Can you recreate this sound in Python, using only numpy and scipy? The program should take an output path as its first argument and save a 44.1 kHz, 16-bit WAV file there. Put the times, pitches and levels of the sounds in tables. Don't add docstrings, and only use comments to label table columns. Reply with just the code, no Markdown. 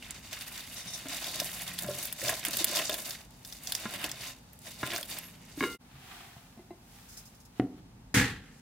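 import sys
import numpy as np
from scipy import signal
from scipy.fft import rfft, irfft, next_fast_len
from scipy.io import wavfile
from scipy.ndimage import uniform_filter1d

SR = 44100
rng = np.random.default_rng(int(sys.argv[2]) if len(sys.argv) > 2 else 0)


def voltage_ratio(level):
    return 10 ** (np.asarray(level, float) / 20)


def unload_audio(sound):
    columns = np.transpose(np.atleast_2d(sound))
    steps = np.round(np.clip(columns, -1, 1) * 32767)
    wavfile.write(sys.argv[1], SR, steps.astype(np.int16))


N = 379682
TIME = np.arange(N) / SR
TOP_HZ, CUT_S = 15950, 5.78

# frequency_hz, density_db
AIR_SPECTRUM = [(180, -35.5), (300, 4), (326, -8.5), (491, -9.5), (683, -12.5), (874, -7), (965, -13),
                (1480, -17.5), (15300, -32)]
# frequency_hz, density_db
LOW_SPECTRUM = [(15, -45), (25, -19), (48, 3.5), (81, -3.5), (108, 2), (151, -1.5), (257, -1.5), (314, -15),
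                (400, -9.5), (520, -47), (880, -120)]
AIR_DB, RUMBLE_DB = -58, -58.5
# peak_s, peak_db, rise_s, fall_s
BOOMS = [
    (.05, -58.5, 0.32, 1),
    (7.76, -53, 0.25, 1),
    (8.29, -45, 0.1, 0.34),
]
# time_s, pitch_hz, level_db
MOTOR_EARLY = [(1.25, 169.7, -75), (1.4, 172.2, -54.5), (1.6, 174, -62.5), (1.7, 176.6, -55),
               (1.83, 179.5, -52), (2.0, 184.5, -68)]
# time_s, pitch_hz, level_db
MOTOR_LATE = [(4.9, 170, -80), (5.3, 172, -61), (5.5, 169.6, -59), (5.6, 170, -75)]
# frequency_hz, side_minus_mid_db
WIDTH = [(60, -24), (180, -17), (550, -6.5), (1650, -5), (4970, 0), (15000, 0)]
KITCHEN_T60_S, WALL_CUT_HZ = 0.47, 3300

# frequency_hz, density_db
CLOTH_SPECTRUM = [(180, -27), (300, -12), (320, 9.5), (534, -18), (717, 5), (1010, -3.5), (1210, 0.5),
                  (15300, -7)]
# nearest_s, cloth_peak_db, rise_s, fall_s (over 23 dB), skin_minus_cloth_db
SLEEVE_PASSES = [
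    (6.136, -49, 0.35, .5, -6),
    (6.95, -62, 0.2, .5, 3.5),
    (7.17, -61, 0.59, 0.37, -1.5),
    (7.58, -57.5, 0.061, 0.1, -6),
    (7.8, -65, .15, 0, -6),
]
# start_s, level_db, t60_s
EGG_RUBS = [(7.085, -49.5, 0.33), (7.125, -53, 0.17), (7.168, -41.5, 0.15), (7.252, -49, 0.15),
            (7.345, -53, .08), (7.4, -52, 0.11), (7.45, -48.5, 0.071)]

# start_s, peak_db, crack_minus_peak_db, contact_s
EGG_BLOWS = [
    (7.5963, -10.5, -22, 0.0024),
    (8.143, -16, -26, 0.0046),
    (8.157, -22, -5, 0.0045),
    (8.1669, -6.5, -43, 0.0057),
    (8.1951, -6.5, -35, 0.0058),
]
# frequency_hz, level_db, t60_s
SLAB_LOW_MODES = [(66.4, -8, 0.3), (125, -1, 0.21), (204.5, -7.5, 0.16), (255.1, -6, 0.35),
                  (276.4, -7, 0.36), (297, 6, 0.062), (345, -8, 0.092), (431, -22, 0.35)]
# frequency_hz, level_db, t60_s
SLAB_HIGH_MODES = [(430, -24, 0.19), (736, 3.5, 0.07), (1840, -11, 0.056), (2950, -7.5, .025)]
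# time_s, level_db, treble_minus_level_db
SHELL_SPLIT = [
    (8.142, -24, -0.5),
    (8.2, -23.5, -6),
    (8.408, -53, -14),
    (8.6, -65, 3),
]
# frequency_hz, density_db
SHELL_SPECTRUM = [(290, -8), (500, -8), (577, -33), (849, -13.5), (966, -21.5), (1710, -9), (3040, -15.5),
                  (3450, -15), (4530, -15), (7480, -17.5), (15300, -29.5)]

# start_s, peak_db, long_ring_minus_peak_db
DISH_TOUCHES = [
    (5.6072, -16.5, -9),
    (5.6259, -21, -2.5),
    (5.6379, -16, -1.5),
]
# frequency_hz, level_db, t60_s
DISH_MODES = [(1087, 7, 0.032), (1391, -4.5, 0.78), (1650, 8, 0.024), (2085, -9, 0.65), (2040, -15, .4),
              (2200, 10, 0.034), (2858, -0.5, 0.46), (2800, -16, .4), (3100, -4, 0.032), (3790, -2, 0.15),
              (3930, -7, .04), (4790, -9, 0.083)]

# start_s, peak_db, pitch_hz, tick_minus_peak_db
BUMPS = [(1.056, -35.5, 272, 1), (1.843, -33, 205, 3), (.858, -37, 185, -20), (1.885, -24, 585, -23),
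         (1.905, -30.5, 585, -20), (2.225, -32.5, 542, -11), (2.289, -28, 654, -17), (2.479, -37, 291, -2),
         (2.607, -31, 334, -22.5), (2.789, -31, 647, 2), (2.893, -26, 617, -1.5), (3.855, -28.5, 221, 6.5),
         (4.041, -43, 320, 16.5), (4.8305, -28, 126, 11), (5.575, -29, 293, -12), (5.61, -20, 277, -17),
         (5.62, -25.5, 354, -16), (5.63, -21.5, 394, -1.5), (5.648, -26.5, 332, -5), (6.364, -39, 129, -4),
         (6.574, -37.5, 237, -7), (6.592, -38.5, 352, -3.5), (6.706, -31.5, 345, -2.5),
         (1.98, -40, 567, -20), (2.263, -33, 587, -15), (2.543, -40.5, 557, -15), (2.646, -39, 650, -17),
         (2.67, -38, 237, -20), (2.696, -37, 336, -20), (2.722, -35, 592, -15), (2.754, -35, 608, -10),
         (3.675, -44.5, 729, -8), (3.943, -41, 258, -15), (4.905, -40, 352, -12), (4.934, -36, 692, -10),
         (5.67, -33.5, 478, -18), (5.7, -37, 360, -19)]
# start_s, peak_db, pitch_hz
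THUDS = [
    (1.86, -40.5, 133),
    (2.232, -41.5, 122),
    (5.938, -46.5, 137),
]
# delay_s, level_db, sign
EDGE_TOUCHES = [
    (0, 0, 1),
    (.0019, -1, -1),
    (.0048, -1.5, 1),
]
# frequency_hz, level_db, t60_s
BOWL_WALL_MODES = [(320, -2.5, 0.063), (620, -6.5, 0.031), (1037, -0.5, 0.062), (1390, -4, 0.054),
                   (1650, -2, 0.033), (2110, -4.5, 0.04), (2270, -13, 0.033), (2790, -9, 0.028),
                   (3720, -9, .025)]
# frequency_hz, level_db, t60_s
PLATE_MODES = [(697, 3, 0.11), (1043, -4.5, 0.085), (2054, -9, 0.12), (2730, -19, 0.076), (3920, -21, 0.05)]
BUMP_T60_S, THUD_T60_S = 0.063, 0.33

# hardest_s, peak_db, rise_s, fall_s (over 23 dB)
DRAGS = [(1.07, -43, .02, 0.08), (1.11, -46, 0.027, 0.04), (1.33, -50, 0.11, 0.2), (1.42, -41, 0.061, .04),
         (1.84, -43.5, 0.043, 0.33), (2.27, -40, .08, 0.13), (2.3, -36.5, .04, 0.12),
         (2.49, -41, 0.035, .06), (2.61, -43.5, 0.067, .06), (2.72, -41, .06, 0.08),
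         (2.79, -37.5, 0.069, 0.09), (2.91, -38, 0.033, 0.17), (3.95, -45, 0.079, 0.05),
         (4.06, -48, .04, 0.05), (4.68, -53, 0.041, 0.06), (4.88, -45, .04, 0.03), (4.94, -37, 0.065, 0.12),
         (5.13, -50, 0.041, 0.17)]
# frequency_hz, level_db, t60_s
HOLLOW_MODES = [(308, -8, 0.051), (607, 0, .04), (703, -3, 0.047), (1040, -9, 0.082), (1385, -11.5, .05),
                (1675, -9, .05)]
# time_s, pitch_hz, level_db
SQUEAK = [(5.21, 11700, -87), (5.23, 11600, -52), (5.28, 11650, -55), (5.3, 11600, -70)]

# start_s, peak_db, t60_s
LEAF_SLIDES = [(0.7594, -36.5, 0.2), (0.7994, -44, 0.1), (0.8694, -35, 0.18), (0.9094, -52, 0.17),
               (0.9333, -27, 0.087)]
# frequency_hz, width_hz, level_db
SKIN_PEAKS = [(3660, 180, 14), (5400, 150, 13), (6120, 350, 14), (7550, 300, 5), (9400, 370, 15)]

# start_s, peak_db, pitch_hz
STALKS = [(0.3298, -20, 4500), (.41, -21, 3540), (0.579, -29, 3020), (4.98, -19, 1870), (1.243, -19, 4400),
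          (1.4004, -11, 4330), (1.466, -30, 4640), (1.499, -27, 4730), (1.6777, -25, 3720),
          (1.7882, -15.5, 3670), (2.2168, -18.5, 2050), (2.2933, -10, 2250), (2.4506, -13, 2420),
          (2.532, -17.5, 4600), (2.7698, -10, 3670), (2.8952, -13, 3330), (2.9415, -16, 3200),
          (3.1072, -18, 4800), (3.449, -25, 4730), (3.525, -24.5, 4600), (3.672, -18.5, 5030),
          (3.722, -11.5, 3730), (3.908, -25, 1650), (3.9383, -23, 2870), (4.042, -11, 2950),
          (4.062, -22, 1660), (4.8648, -19, 2980), (4.9335, -21, 2660), (4.961, -16.5, 5000),
          (5.029, -18.5, 3630), (.3117, -33, 3650), (.6055, -26, 3460), (1.8826, -26, 3570),
          (2.074, -26, 3550), (2.26, -19, 3450), (2.2822, -13, 4530), (2.3675, -27, 2200),
          (2.605, -23, 2560), (2.6697, -23, 1960), (2.7516, -21, 3600), (3.697, -27, 2900),
          (3.9584, -24.5, 3430), (4.0148, -27, 3570), (4.873, -22, 3040), (4.9043, -23, 4340),
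          (4.919, -24, 3700), (4.951, -23, 2400), (1.81, -25, 2050), (2.98, -26, 1600), (2.79, -18, 3400),
          (4.095, -25, 3500)]
# start_s, peak_db, pitch_hz
VEINS = [(0.1076, -19, 7950), (1.085, -21, 6500), (2.0348, -18, 11000), (2.054, -16, 12300),
         (2.126, -13.5, 11200), (2.484, -15, 8000), (2.5698, -9.5, 11200), (2.644, -2.5, 11900),
         (3.096, -26.5, 10900), (3.7505, -12.5, 6500), (4.091, -28, 9000), (4.115, -18, 5800),
         (4.532, -33.5, 13500), (4.59, -35.5, 9000), (5.1864, -17, 11000), (5.0105, -24, 9250),
         (.577, -23, 6000), (2.393, -25, 9000), (2.4502, -12.5, 11000), (2.457, -17, 9000),
         (2.508, -22.5, 11500), (2.585, -21, 8500), (2.69, -23, 12000), (2.296, -13.5, 9500),
         (3.7215, -15, 9000), (1.4005, -17.5, 9500), (1.789, -19.5, 9500)]
# frequency_hz, level_db, t60_s
RIM_MODES = [(2200, -2.5, 0.029), (2870, -1, 0.024), (3670, 0.5, 0.028), (4600, -1, 0.023),
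             (5370, -5, 0.019)]
STALK_T60_S, VEIN_T60_S, RIM_DB = 0.043, 0.031, -35.5

# frequency_hz, density_db
LEAF_SPECTRUM = [(180, -38), (300, 5.5), (460, -6.5), (589, 5.5), (933, -5), (1030, -6.5), (1320, -10),
                 (3600, -4), (15300, -19.5)]
# frequency_hz, width_hz, level_db
BOWL_PEAKS = [(715, 130, -2.5), (1040, 14, 9.5), (1650, 50, -27), (2136, 37, 0), (2560, 70, -4),
              (2870, 230, 4.5), (3670, 256, 7), (4600, 280, 0.5)]
# most_pressure_s, peak_db, rise_s, fall_s (over 23 dB)
SQUEEZES = [(.02, -44, 0.39, 0.5), (.335, -40.5, 0.047, 0.12), (.42, -42.5, 0.086, 0.28),
            (.59, -44.5, 0.26, 0.1), (.95, -47, 1.3, 1), (1.1, -42.5, 0.056, 0.55), (1.35, -42, 1.04, 1.32),
            (1.68, -45, 0.42, 0.05), (1.8, -45, 0.075, 0.26), (1.96, -45, .2, 0.89), (2.27, -33, .1, 0.27),
            (2.47, -41, 0.034, 0.48), (2.6, -40.5, 0.54, 0.1), (2.78, -34.5, 0.26, 0.27),
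            (2.92, -38.5, 0.11, 0.29), (2.39, -45, .06, .1), (3.0, -43.5, 0.071, 0.11),
            (3.12, -41.5, 0.124, 0.16), (3.46, -57, 0.12, 1.8), (3.7, -46.5, 0.075, 0.38),
            (3.95, -40, 0.44, 0.33), (4.045, -35.5, 0.05, 0.15), (4.25, -42, 0.17, 0.13),
            (4.68, -49, 0.086, 0.31), (4.85, -45, 0.033, 0.25), (4.93, -35.5, 0.18, 0.15),
            (5.118, -41.5, 0.061, 0.23), (5.5, -59.5, 0.76, 0.33), (5.64, -45, 0.14, 0.26)]
# time_s, depth (0 to 1)
FINGER_DEPTH = [(0, 0.64), (2.1, 0.21), (2.3, 0.56), (2.6, 0.36), (3.6, 0.04), (4.04, 1), (4.6, 0),
                (5.0, 0.7)]
LET_GO = 1.12
REACH_S = 0.68
BOWL_AIR_DB, AIR_BEFORE_DB, PUSH_DB = -12.5, -5, -16
TOP_DB, TOP_LOST_DB = 0.9, 14
FIRST_SHOT_DB, FADE_DB, FADE_OUT_S, FADE_IN_S = 2, -47, 0.029, 0.031


def in_time(rows, off=-120):
    s, first, *rest = np.transpose(rows)
    return [np.interp(TIME, s, first, off, off)] + [np.interp(TIME, s, column) for column in rest]


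def at_hz(points, hz):
    point_hz, db = np.array(points)[:, 0], np.array(points)[:, 1]
    return np.interp(np.log(hz + 1), np.log(point_hz), db)


def rms_one(x):
    return x / np.sqrt(np.mean(x ** 2) + 1e-20)


def place(s, sound):
    start = round(s * SR)
    return slice(start, start + len(sound))


def ring(clicks, hz, t60):
    radius, angle = voltage_ratio(-60 / (t60 * SR)), 2 * np.pi * hz / SR
    return signal.lfilter([0, np.sin(angle)], [1, -2 * radius * np.cos(angle), radius * radius], clicks + 1e-18)


def struck(modes, clicks):
    return sum((-1) ** k * voltage_ratio(db) * ring(clicks, hz, t60) for k, (hz, db, t60) in enumerate(modes))


def coloured(spectrum, low_hz, high_hz, width_db=0.0, peaks=()):
    size = next_fast_len(N)
    hz = np.arange(size // 2 + 1) * SR / size
    edges = (1 + (low_hz / (hz + 1)) ** 8) * (1 + (hz / high_hz) ** 8)
    gain = voltage_ratio(at_hz(spectrum, hz)) / np.sqrt(edges)
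    for centre, wide, db in peaks:
        gain = gain * (1 + 0.94 * voltage_ratio(db) / (1 + (2 * (hz - centre) / wide) ** 2))
    mid, side = rfft(rng.standard_normal((2, size))) * gain * (hz < TOP_HZ)
    both = mid + voltage_ratio(at_hz(WIDTH, hz) + width_db) * side * [[1], [-1]]
    return rms_one(irfft(both, size)[:, :N])


def crinkle(per_s, spread_db, t60, smooth, rise=0.0015):
    sizes = voltage_ratio(spread_db * np.minimum(rng.exponential(1, N), 4)) ** 2
    born = sizes * (rng.random(N) < per_s / SR)
    energy = signal.lfilter([1], [1, -voltage_ratio(-120 / (t60 * SR))], born + 1e-18)
    energy = signal.lfilter([1], [1, -np.exp(-1 / (rise * SR))], energy)
    return rms_one(np.sqrt(energy / energy.mean() + smooth ** 2))


def swells(rows, rise):
    out, t = np.zeros(N), TIME[:12000]
    for s, db, t60 in rows:
        out[place(s, t)] += voltage_ratio(db - 60 * t / t60) * (1 - np.exp(-t / rise))
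    return out


def strokes(rows):
    t = TIME[::32]
    power = 1e-12
    for s, db, rise, fall in rows:
        away = np.where(t < s, (s - t) / rise, (t - s) / fall)
        power = power + voltage_ratio(2 * db - 46.2 * away ** LET_GO)
    return np.interp(TIME, t, 10 * np.log10(power))


def tone(rows, rough):
    db, hz = in_time(np.array(rows)[:, [0, 2, 1]])
    wobble = rms_one(uniform_filter1d(rng.standard_normal(N), size=300))
    return voltage_ratio(db + 2.0) * np.sin(2 * np.pi * np.cumsum(hz) / SR + rough * wobble)


def room_air():
    return voltage_ratio(AIR_DB - 4.5) * coloured(AIR_SPECTRUM, 363, 18000, 4.2)


def rumble():
    level = np.hypot(voltage_ratio(RUMBLE_DB), voltage_ratio(strokes(BOOMS)))
    return level * coloured(LOW_SPECTRUM, 32, 346)


def motor():
    return tone(MOTOR_EARLY, rough=0.39) + tone(MOTOR_LATE, rough=0.6)


def kitchen(x):
    size = next_fast_len(N + SR)
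    hz = np.arange(size // 2 + 1) * SR / size
    turn, pole = np.exp(-2j * np.pi * hz / SR), np.exp(-2 * np.pi * WALL_CUT_HZ / SR)
    dull = (1 - pole) / (1 - pole * turn)
    walls = np.zeros((2, len(turn)), complex)
    lags = (rng.uniform(.009, 0.039, 16) * SR).astype(int)
    for k, lag in enumerate(lags):
        loop = voltage_ratio(-60 * lag / SR / KITCHEN_T60_S) * dull * turn ** lag
        walls[k % 2] += loop / (1 - loop) * (-1) ** (k // 2)
    walls = walls[0] + voltage_ratio(at_hz(WIDTH, hz) - 10.0) * walls[1] * [[1], [-1]]
    shots = (TIME < CUT_S, TIME >= CUT_S)
    before, after = [irfft(walls * rfft(x * shot, size), size)[:, :N] for shot in shots]
    return before * (TIME < CUT_S) + after


def sleeve():
    cloth_db = strokes([row[:4] for row in SLEEVE_PASSES])
    skin_db = strokes([(s, db + rel_db, 1.2 * rise, 1.55 * fall) for s, db, rise, fall, rel_db in SLEEVE_PASSES])
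    cloth = voltage_ratio(cloth_db) * coloured(CLOTH_SPECTRUM, 396, 3840, 1.0) * crinkle(380, 8.4, 0.053, 2.0)
    skin = voltage_ratio(skin_db) * coloured(CLOTH_SPECTRUM, 3700, 27000, .5)
    finger_peaks = [(5260, 250, 7.9), (6500, 250, 4.5)]   # frequency_hz, width_hz, level_db
    rubs = swells(EGG_RUBS, 0.0049) * coloured(CLOTH_SPECTRUM, 4600, 18000, .5, finger_peaks)
    return (cloth + skin) * (TIME > CUT_S) + rubs


def egg_on_counter():
    push, contact = np.zeros(N), np.zeros(N)
    for s, db, crack_db, contact_s in EGG_BLOWS:
        force = np.hanning(round(contact_s * SR))
        push[place(s, force)] -= voltage_ratio(db - 16.5) * np.gradient(force)
        contact[round((s + .0015) * SR)] = voltage_ratio(db + crack_db)
    crack_envelope = signal.lfilter([1], [1, -voltage_ratio(-60 / (0.023 * SR))], contact)
    crack = crack_envelope * coloured(CLOTH_SPECTRUM, 740, 2600, -5.0)
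    slab = sum(voltage_ratio(db) * ring(push, hz, t60) for hz, db, t60 in SLAB_LOW_MODES)
    tap = signal.lfilter([.3], [1, -.7], contact * (TIME < 8))
    return slab + voltage_ratio(1.5) * struck(SLAB_HIGH_MODES, tap), crack


def shell():
    db, top_db = in_time(SHELL_SPLIT)
    fading = voltage_ratio(-4 - 110 * np.clip(TIME - 8.21, 0, 1))
    note = fading * coloured(SHELL_SPECTRUM, 1840, 2000, -9.0, [(1684, 46, 16.0)])
    body = coloured(SHELL_SPECTRUM, 424, 3770, -2.0, [(1870, 330, -7.0)])
    body = body + voltage_ratio(top_db) * coloured(SHELL_SPECTRUM, 5200, 17000, 0.95)
    return voltage_ratio(db - 2.5) * crinkle(1200, 1.8, 0.01, 0.93) * (body + note)


def dish():
    clack, chime = np.zeros((2, N))
    for s, db, ring_db in DISH_TOUCHES:
        clack[round(s * SR)] = voltage_ratio(db - 20.0)
        chime[round(s * SR)] = voltage_ratio(db - 20.5 + ring_db)
    clack = signal.lfilter([0.61, 0.016, 0.01, 0, 0.26], [1, -.3], clack)
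    short_modes = [mode for mode in DISH_MODES if mode[2] < .1]
    long_modes = [mode for mode in DISH_MODES if mode[2] >= .1]
    return (struck(short_modes, clack) + struck(long_modes, chime)) * (TIME < CUT_S)


def bumps():
    out, t, ticks = np.zeros(N), TIME[:14000], np.zeros(N)
    rows = [(s, db, hz, BUMP_T60_S) for s, db, hz, _ in BUMPS]
    rows = rows + [(s, db, hz, THUD_T60_S) for s, db, hz in THUDS]
    for s, db, hz, t60 in rows:
        note = np.sin(2 * np.pi * hz * t)
        note = note + 0.054 * np.sin(2 * np.pi * 1.9 * hz * t) + 0.35 * np.sin(1.3 * np.pi * hz * t)
        out[place(s, t)] += voltage_ratio(db + 0.5 - 60 * t / t60) * (1 - np.exp(-t / 0.0035)) * note
    for s, db, _, tick_db in BUMPS:
        for delay, touch_db, sign in EDGE_TOUCHES:
            ticks[round((s + delay) * SR)] = sign * voltage_ratio(db + tick_db - 13.5 + touch_db)
    return out + struck(BOWL_WALL_MODES, ticks * (TIME < CUT_S)) + struck(PLATE_MODES, ticks * (TIME > CUT_S))


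def drags():
    slips = rng.standard_normal(N) * crinkle(150, 2.8, .03, 0.37)
    return voltage_ratio(strokes(DRAGS) - 4.5) * rms_one(struck(HOLLOW_MODES, slips))


def squeak():
    return tone(SQUEAK, rough=2.2)


def leaf_slides():
    return swells(LEAF_SLIDES, 0.014) * coloured(LEAF_SPECTRUM, 3900, 11000, 0.38, SKIN_PEAKS)


def snaps():
    out, t = np.zeros((2, N)), TIME[:3500]
    high = signal.butter(2, 1500, "high", fs=SR, output="sos")
    for s, db, hz in STALKS + VEINS:
        t60 = STALK_T60_S if hz < 5500 else VEIN_T60_S
        shape = 1.3 * voltage_ratio(-60 * t / .007) + voltage_ratio(-60 * t / t60)
        mid, side = rng.standard_normal((2, len(t))) * shape
        mid[0] += 4.0
        side = signal.lfilter([.5, -.5], [1, -.55], side)
        burst = mid + 0.99 * side * [[1], [-1]]
        burst[:, 52:] += .5 * burst[:, :-52]
        band = signal.butter(2, [0.77 * hz, min(1.483 * hz, .4 * SR)], "band", fs=SR, output="sos")
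        burst = signal.sosfilt(band, burst) + 0.57 * signal.sosfilt(high, burst)
        out[:, place(s, t)] += voltage_ratio(db - 5.0) * burst / abs(burst).max()
    return 0.99 * out + voltage_ratio(RIM_DB) * struck(RIM_MODES, out)


def crackle():
    clumps = crinkle(50, 3.0, 0.073, .45, rise=0.0055) ** 2
    born = rng.random(N) < 900.0 * clumps / SR
    sizes = born * voltage_ratio(4.0 * np.minimum(rng.exponential(1, N), 4)) * rng.choice([-1, 1], N)
    pops = sizes * voltage_ratio(rng.normal(0, 1.4, N) * [[1], [-1]])
    pitches, dealt = np.geomspace(1900, 14000, 18), rng.integers(0, 18, N)
    out = np.zeros((2, N))
    for k, hz in enumerate(pitches):
        out += voltage_ratio(at_hz(LEAF_SPECTRUM, hz)) * ring(pops * (dealt == k), hz, 26.0 / hz)
    return rms_one(out)


def leaves():
    body_db = strokes(SQUEEZES) - 120 * (TIME > CUT_S)
    depth, = in_time(FINGER_DEPTH, off=0.35)
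    top_db = TOP_DB - TOP_LOST_DB * depth
    air_db = BOWL_AIR_DB + 1.3 * depth + AIR_BEFORE_DB * (TIME < REACH_S)
    folds = crinkle(90, spread_db=-6.0, t60=0.23, smooth=0.43, rise=0.0036)
    out = voltage_ratio(air_db) * coloured(LEAF_SPECTRUM, 263, 1400, -11.0, BOWL_PEAKS) * crinkle(80, 1.0, 0.059, 0.83)
    out = out + voltage_ratio(PUSH_DB) * (TIME > REACH_S) * coloured(LOW_SPECTRUM, 106, 330)
    # low_hz, high_hz, level_db
    registers = [(1180, 2300, -7.0), (2300, 1330, -6.0), (4030, 16000, -3.5), (6080, 7500, 1.5), (9000, 32000, 3.0)]
    for low_hz, high_hz, db in registers:
        creases = crinkle(220, 3.3, 150.0 / low_hz, 0.89, rise=0.00024)
        creases = creases * crinkle(14, 1.8, 0.47, 0.73, rise=0.026)
        level = voltage_ratio(db + top_db * (low_hz > 5000))
        out = out + level * coloured(LEAF_SPECTRUM, low_hz, high_hz, -2.3, BOWL_PEAKS) * creases
    return voltage_ratio(body_db - 3.0) * out * folds + voltage_ratio(body_db - 10.5) * crackle()


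def scene():
    slab, crack = egg_on_counter()
    centre = bumps() + dish() + slab + squeak()
    centre = signal.sosfilt(signal.butter(2, 65, "high", fs=SR, output="sos"), centre)
    near = (leaves() + snaps()) * voltage_ratio([[-.4], [.4]])
    near = near + leaf_slides() + sleeve() + crack + shell()
    wet = voltage_ratio(-22.0) * kitchen(near.mean(axis=0) + voltage_ratio(3.0) * centre)
    return near + centre + drags() + wet + room_air() + rumble() + motor()


def scene_change():
    first = voltage_ratio(FIRST_SHOT_DB) * np.clip((CUT_S - TIME) / FADE_OUT_S, 0, 1) ** 2
    second = np.clip((TIME - CUT_S) / FADE_IN_S, 0, 1) ** 2
    return first + second + voltage_ratio(FADE_DB)


def roll_off(x):
    return signal.sosfilt(signal.butter(12, 16990, fs=SR, output="sos"), x)


def record(dry):
    low_pass = signal.cheby2(12, 70, 17000, fs=SR, output="sos")
    mix = signal.sosfilt(low_pass, dry) * scene_change()
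    return roll_off(mix)


dry = scene()
out = record(dry)
unload_audio(out)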